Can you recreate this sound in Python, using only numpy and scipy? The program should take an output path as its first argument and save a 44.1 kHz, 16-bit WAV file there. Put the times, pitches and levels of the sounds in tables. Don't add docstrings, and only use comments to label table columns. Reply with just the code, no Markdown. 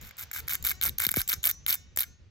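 import sys
import numpy as np
from scipy import signal
from scipy.fft import rfft, irfft
from scipy.io import wavfile
from scipy.ndimage import uniform_filter1d

SR = 44100
rng = np.random.default_rng(int(sys.argv[2]) if len(sys.argv) > 2 else 0)


def master_out(mix):
    frames = np.transpose(np.atleast_2d(mix))
    ceiling = np.clip(frames, -1, 1)
    pcm = np.round(ceiling * 32767).astype(np.int16)
    wavfile.write(sys.argv[1], SR, pcm)


def invert_db(level):
    return 10 ** (np.asarray(level, dtype=float) / 20)


N = 101429


def read(points, hz):
    f, value = np.transpose(points)
    return np.interp(np.log(hz + 1), np.log(f + 1), value)


def evened(x):
    return x / np.sqrt(np.mean(x ** 2) + 1e-20)


def add(mix, s, sound):
    part = mix[round(s * SR):][:len(sound)]
    part += sound[:len(part)]


def decay(t, t60):
    return invert_db(-60 * t / t60)


def colour(x, points):
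    gain = invert_db(read(points, np.fft.rfftfreq(2 * N, 1 / SR)))
    return irfft(rfft(x, 2 * N) * gain)[..., :N]


def pair(points, same):
    a, b = rng.standard_normal((2, N))
    right = same * a + np.sqrt(1 - same ** 2) * b
    return evened(colour(np.array([a, right]), points))


# [t/s, level/dB]
WIND_LEVEL = [
    (0.0, -47.5),
    (0.15, -60.5),
    (0.38, -54),
    (0.52, -46.5),
    (0.75, -50),
    (0.9, -44),
    (1.06, -53),
    (1.37, -53),
    (2.3, -56),
]
# [f/Hz, level/dB]
WIND_COLOUR = [(40, -14), (62, -1.5), (100, -8), (180, -18), (320, -28), (600, -34), (1200, -92.5)]
# [f/Hz, level/dB]
HISS_COLOUR = [(200, -2.5), (500, 2.5), (2000, 6.5), (4500, 2), (6500, -2.5), (9000, -24), (16000, -41)]


def night():
    t = np.arange(N) / SR
    waves = [np.sin(2 * np.pi * (f * t + rng.random())) / np.sqrt(f) for f in np.geomspace(4, 18, 20)]
    gust = evened(sum(waves))
    wind_db = np.interp(t, *np.transpose(WIND_LEVEL)) + 3 * gust
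    hiss_db = -57.5 - 6.5 * t + gust
    return invert_db(wind_db) * pair(WIND_COLOUR, 0.5) + invert_db(hiss_db) * pair(HISS_COLOUR, 0.45)


# [f/Hz, level/dB]
CRACK_COLOUR = [(1100, -31.5), (1600, -24), (3000, -12.5), (5500, -17), (8000, -16.5), (11500, -4.5),
                (15300, -7), (16200, -6.5)]
CRACK_TAIL_T60 = .011


def cracks(count):
    t, hz = np.arange(1536) / SR, np.fft.rfftfreq(1536, 1 / SR)
    fade = decay(t, .0035) + invert_db(-11) * decay(t, CRACK_TAIL_T60)
    burst = rng.standard_normal((count, len(t))) * fade
    humps = np.sin(hz / 1300 + rng.uniform(0, 2 * np.pi, (count, 1)))
    crack = irfft(rfft(np.roll(burst, 64, axis=1)) * invert_db(read(CRACK_COLOUR, hz) + 5.5 * humps))
    loudest = uniform_filter1d(crack ** 2, size=24, axis=1).max(1)
    return np.roll(crack / np.sqrt(loudest / 2)[:, None], -44, axis=1)


# [f/Hz, level/dB, 60 dB decay t/s]
BODY_TONES = [(1450, -3, .014), (1640, -1, .013), (1850, -2, .011), (2120, 3, .017), (2230, 3, .017),
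              (2950, -6, .012), (3600, -4, .012), (4800, -5, .01), (5400, -2, .01), (6800, -4, .01)]


def body_rings(count):
    t = np.arange(1536) / SR
    ring = np.zeros((count, len(t)))
    for hz, db, t60 in BODY_TONES:
        louder, sharper = rng.standard_normal((2, count, 1))
        tone = np.sin(2 * np.pi * hz * (1 + .02 * sharper) * t)
        ring += invert_db(db + 3 * louder) * decay(t, t60) * tone
    ring = signal.sosfilt(signal.butter(5, 1350, "high", fs=SR, output="sos"), ring)
    return np.roll(ring * np.minimum(t / .0006, 1), 20, axis=1)


# [start t/s, length t/s, rasp level/dB]
SLIPS = [(.01, 0.084, -54.5), (0.179, 0.06, -45.5), (0.331, 0.07, -42), (0.492, 0.064, -37.5),
         (0.641, 0.082, -37.5), (0.821, 0.062, -36.5), (0.994, 0.064, -39), (1.066, 0.12, -50.5),
         (1.16, 0.062, -40), (1.287, 0.056, -34.5), (1.438, 0.066, -37), (1.676, 0.073, -38.5),
         (1.972, 0.069, -42)]


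def slipping():
    t, total = np.arange(N) / SR, np.zeros(N)
    for s, length, db in SLIPS:
        over = t - s - length
        total += (t > s) * invert_db(db - 12 * (over > 0) - 496 * np.maximum(over, 0))
    return total


def rasp(slip, crack, ring):
    out, per_s = np.zeros(N), 700
    size_db = 2.5 * np.minimum(rng.exponential(1, N), 3)
    size = (rng.random(N) < per_s / SR) * invert_db(size_db)
    which = rng.integers(0, len(crack), N)
    for k, shape in enumerate(crack + invert_db(-12) * ring):
        out += signal.oaconvolve(slip * size * (which == k), shape)[:N]
    return out


# [f/Hz, level/dB]
RUB_COLOUR = [(1150, -34.5), (1500, -17), (2200, -9.5), (4000, -20), (7200, -9), (9000, -23.5),
              (12000, -12.5), (16000, -11.5)]


def rub(slip):
    lumps = uniform_filter1d(rng.standard_normal(N), size=90)
    lumps = evened(uniform_filter1d(lumps, size=90))
    noise = evened(colour(rng.standard_normal(N), RUB_COLOUR))
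    return invert_db(-10 + 5.5 * lumps) * slip ** 0.86 * noise


# [t/s, level/dB, f/Hz]
PINGS = [
    (0.013, -31.5, 6970),
    (0.1688, -35.5, 7760),
    (0.3143, -21, 7330),
    (0.4784, -27, 6950),
    (0.626, -22, 7100),
    (1.2775, -13.5, 7460),
    (1.4315, -18, 6900),
    (1.6745, -22, 7100),
    (1.962, -18.5, 7320),
]


def pings():
    out, t = np.zeros(N), np.arange(1500) / SR
    for s, db, hz in PINGS:
        burst = rng.standard_normal(len(t)) * decay(t, CRACK_TAIL_T60)
        tick = colour(np.pad(burst, (0, N - len(t))), CRACK_COLOUR)[:len(t)]
        ring = np.sin(2 * np.pi * hz * t) + np.sin(4 * np.pi * hz * t)
        ring *= invert_db(-9) * decay(t, .014) * np.minimum(t / .0008, 1)
        add(out, s, invert_db(db) * (ring + tick))
    return out


# [t/s, level/dB]
SNAPS = [(0.0484, -38), (0.0707, -38), (0.0748, -43), (0.0785, -44), (0.1101, -42), (0.1854, -32),
         (0.1944, -31), (0.197, -31), (0.2109, -29), (0.2194, -29), (0.2232, -33), (0.2268, -32),
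         (0.2368, -32), (0.3348, -27), (0.3387, -28), (0.3437, -32), (0.348, -30), (0.3558, -34),
         (0.361, -31), (0.3687, -29), (0.373, -27), (0.3782, -32), (0.3863, -29), (0.3932, -29),
         (0.4034, -29), (0.4833, -18), (0.4969, -23), (0.5001, -23), (0.5087, -29), (0.5127, -21),
         (0.5172, -25), (0.5275, -25), (0.5344, -17), (0.5375, -23), (0.5433, -23), (0.5536, -18),
         (0.6412, -27), (0.6441, -30), (0.6499, -14), (0.6583, -17), (0.6639, -29), (0.6673, -14),
         (0.6715, -16), (0.6766, -18), (0.6828, -24), (0.6887, -17), (0.6947, -15), (0.7001, -17),
         (0.7068, -16), (0.7119, -26), (0.7148, -14), (0.7192, -30),
         (0.8135, -17), (0.8241, -19), (0.8304, -17), (0.8366, -10), (0.8423, -15), (0.8497, -24),
                (0.8539, -15), (0.8602, -22), (0.863, -15), (0.8675, -13), (0.8702, -20), (0.8767, -19),
                (0.888, -22), (0.8939, -19), (0.9851, -16), (0.9974, -20), (1.0015, -13), (1.0128, -25),
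                (1.0155, -24), (1.0213, -16), (1.0305, -25), (1.0352, -24), (1.0389, -11), (1.0436, -20),
                (1.0507, -15), (1.0668, -11), (1.0904, -15), (1.0945, -26), (1.1111, -22), (1.1159, -10),
                (1.1409, -20), (1.1557, -27), (1.1628, -16), (1.1696, -10), (1.1772, -26), (1.181, -20),
                (1.1885, -18), (1.1937, -18), (1.1969, -25), (1.1996, -18), (1.2054, -18), (1.2166, -14),
         (1.2886, -19), (1.2925, -13), (1.2961, -12), (1.3014, -19), (1.311, -16), (1.3189, -15),
               (1.3293, -15), (1.3339, -22), (1.4412, -13), (1.4503, -20), (1.4548, -10), (1.461, -10),
               (1.467, -18), (1.4719, -10), (1.4773, -16), (1.4855, -21), (1.49, -15), (1.4957, -15),
               (1.5001, -18), (1.507, -25), (1.5127, -16),
         (1.6645, -12), (1.6821, -16), (1.6866, -16), (1.6936, -13), (1.6992, -16), (1.7021, -12),
              (1.7068, -12), (1.7121, -19), (1.7159, -20), (1.7239, -22), (1.7272, -13), (1.7317, -19),
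              (1.7421, -17), (1.7461, -20), (1.7541, -19), (1.9736, -12), (1.9881, -14), (1.9935, -15),
              (1.9992, -26), (2.0042, -20), (2.0068, -10), (2.0114, -22), (2.0155, -19), (2.0224, -21),
              (2.0328, -19),
         (.4712, -41),
    (.9826, -25),
    (1.0182, -19),
    (1.0795, -30),
    (1.0846, -33),
    (1.1247, -29),
    (1.4285, -36),
    (1.7395, -20),
]
# [t/s, ring level/dB]
KNOCKS = [(.1094, -45.5), (.3133, -41.5), (.3609, -37.5), (.4795, -38.5), (.5536, -44), (.6583, -42.5),
          (.6715, -36), (.7148, -35.5), (.8135, -42.5), (.8539, -34.5), (1.0015, -30), (1.0213, -33.5),
          (1.0389, -48), (1.0507, -30.5), (1.0905, -32), (1.1409, -30), (1.2054, -37.5), (1.2166, -42.5),
          (1.6645, -45)]


def snaps(crack, ring):
    out, early = np.zeros(N), 20 / SR
    for k, (s, db) in enumerate(SNAPS):
        k %= len(crack)
        add(out, s - early, invert_db(db) * (invert_db(-2.71) * crack[k] + invert_db(-33) * ring[k]))
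    for k, (s, db) in enumerate(KNOCKS):
        add(out, s - early, invert_db(db) * ring[k])
    return out


def drag():
    crack, ring, slip = cracks(24), body_rings(24), slipping()
    return rasp(slip, crack, ring) + rub(slip) + snaps(crack, ring)


# [t/s, f/Hz, climb f/Hz per s, level/dB, share of the bright peak 0-1]
SONGS = [
    (0.247, 453, 616, -67, 1),
    (.41, 439, 484, -71, 0),
    (.56, 356, 547, -63.5, 0.19),
    (.72, 355.4, 394, -62, 0.12),
    (0.899, 377.5, 360, -65.5, 0.38),
    (1.221, 380, 262, -56, 0.7),
    (1.348, 377.4, 220, -55.5, 0.78),
    (1.515, 362.7, 248, -54.5, 1),
    (1.759, 354.3, 221.6, -55.5, 0.79),
    (2.04, 349.4, 199, -58.5, 0.72),
]
# [f/Hz, level/dB]
LINE_COLOUR = [(350, -30), (1200, -20), (2200, -14), (3600, -16), (4600, -17), (5900, 0), (7200, -14),
               (14000, -17)]
# [f/Hz, 60 dB decay t/s]
LINE_T60 = [(350, .4), (2200, .7), (6000, .5), (7500, .25), (14000, .14)]


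def line():
    out, order = np.zeros(N), np.arange(1, 44)[:, None]
    lead_s, climb_s, fade_s = .03, .16, 0.018
    starts = np.array([row[0] for row in SLIPS] + [N / SR + 1])
    for s, hz, climb, db, peak in SONGS:
        next_slip = starts[starts > s].min()
        t = np.arange(-lead_s, min(next_slip - s + 0.017, .5), 1 / SR)
        pitch = hz + climb * climb_s * (1 - np.exp(-t / climb_s))
        a, b = rng.standard_normal((2, len(order), 1))
        overtone_hz = order * hz
        waver_db = 3 * a + 4 * np.sin(90 * b * t + 5 * a)
        fade = decay(np.maximum(t, 0), read(LINE_T60, overtone_hz))
        level = invert_db(peak * read(LINE_COLOUR, overtone_hz) + waver_db) * fade
        tones = np.cos(2 * np.pi * order * np.cumsum(pitch) / SR + 3 * b)
        song = (level * (overtone_hz < 16000) * tones).sum(0)
        edge = np.minimum(np.minimum((t - t[0]) / lead_s, (t[-1] - t) / fade_s), 1)
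        add(out, s - lead_s, invert_db(db) * edge * song)
    return out


# [t/s, level/dB]
THUMPS = [
    (1.065, -30.5),
    (1.113, -40),
    (1.168, -20.5),
    (1.334, -45),
    (1.695, -46),
]


def rod():
    out, t = np.zeros(N), np.arange(1, 4000) / SR
    first_s, stretch, lag_s = 0.0012, 1.8, -0.00099
    turns = np.log(t / first_s) / np.log(stretch)
    swell = np.clip(t / 0.0033, 0, 1) ** 3.6
    shape = np.cos(2 * np.pi * turns) * swell * decay(t, 0.14)
    for s, db in THUMPS:
        add(out, s + lag_s, invert_db(db - 2) * shape)
    return out


# [f/Hz, phase/rad]
PORT_LEAD = [(0, 0), (1800, -.1), (2600, 3.1), (3300, 4.4), (4200, 6.3), (6600, 6.2), (10050, 3.14),
             (16800, -3.0)]
# [f/Hz, level/dB]
PORT_TILT = [(300, 0), (900, 6), (1600, 5), (2200, -6), (3800, 6), (5700, -4), (7200, 3), (9500, 0)]
# [f/Hz, level/dB]
ECHO_COLOUR = [(1300, -4), (2000, 2), (2700, -8), (3500, 0), (7500, 2), (9500, -18)]


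def ports(x):
    hz = np.fft.rfftfreq(2 * N, 1 / SR)
    half = np.exp(.5j * np.interp(hz, *np.transpose(PORT_LEAD))) * invert_db(.5 * read(PORT_TILT, hz))
    direct = irfft(rfft(x, 2 * N) * np.array([half, 1 / half]))[:, :N]
    t = np.arange(3000) / SR
    tail = rng.standard_normal((2, len(t))) * decay(t, .016) * (t > .001)
    tail /= np.linalg.norm(tail[0])
    echo = signal.oaconvolve(colour(x, ECHO_COLOUR)[None], tail, axes=1)[:, :N]
    return direct + invert_db(-8) * echo


def scene():
    return night() + ports(drag() + pings() + line()) + rod()


def top_cut(x):
    return signal.sosfilt(signal.butter(12, 16970, fs=SR, output="sos"), x)


def record(dry):
    low_pass = signal.firwin(101, 16100, window=("kaiser", 6), fs=SR)
    mix = signal.oaconvolve(dry, low_pass[None], "same")
    return top_cut(mix)


dry = scene()
out = record(dry)
master_out(out)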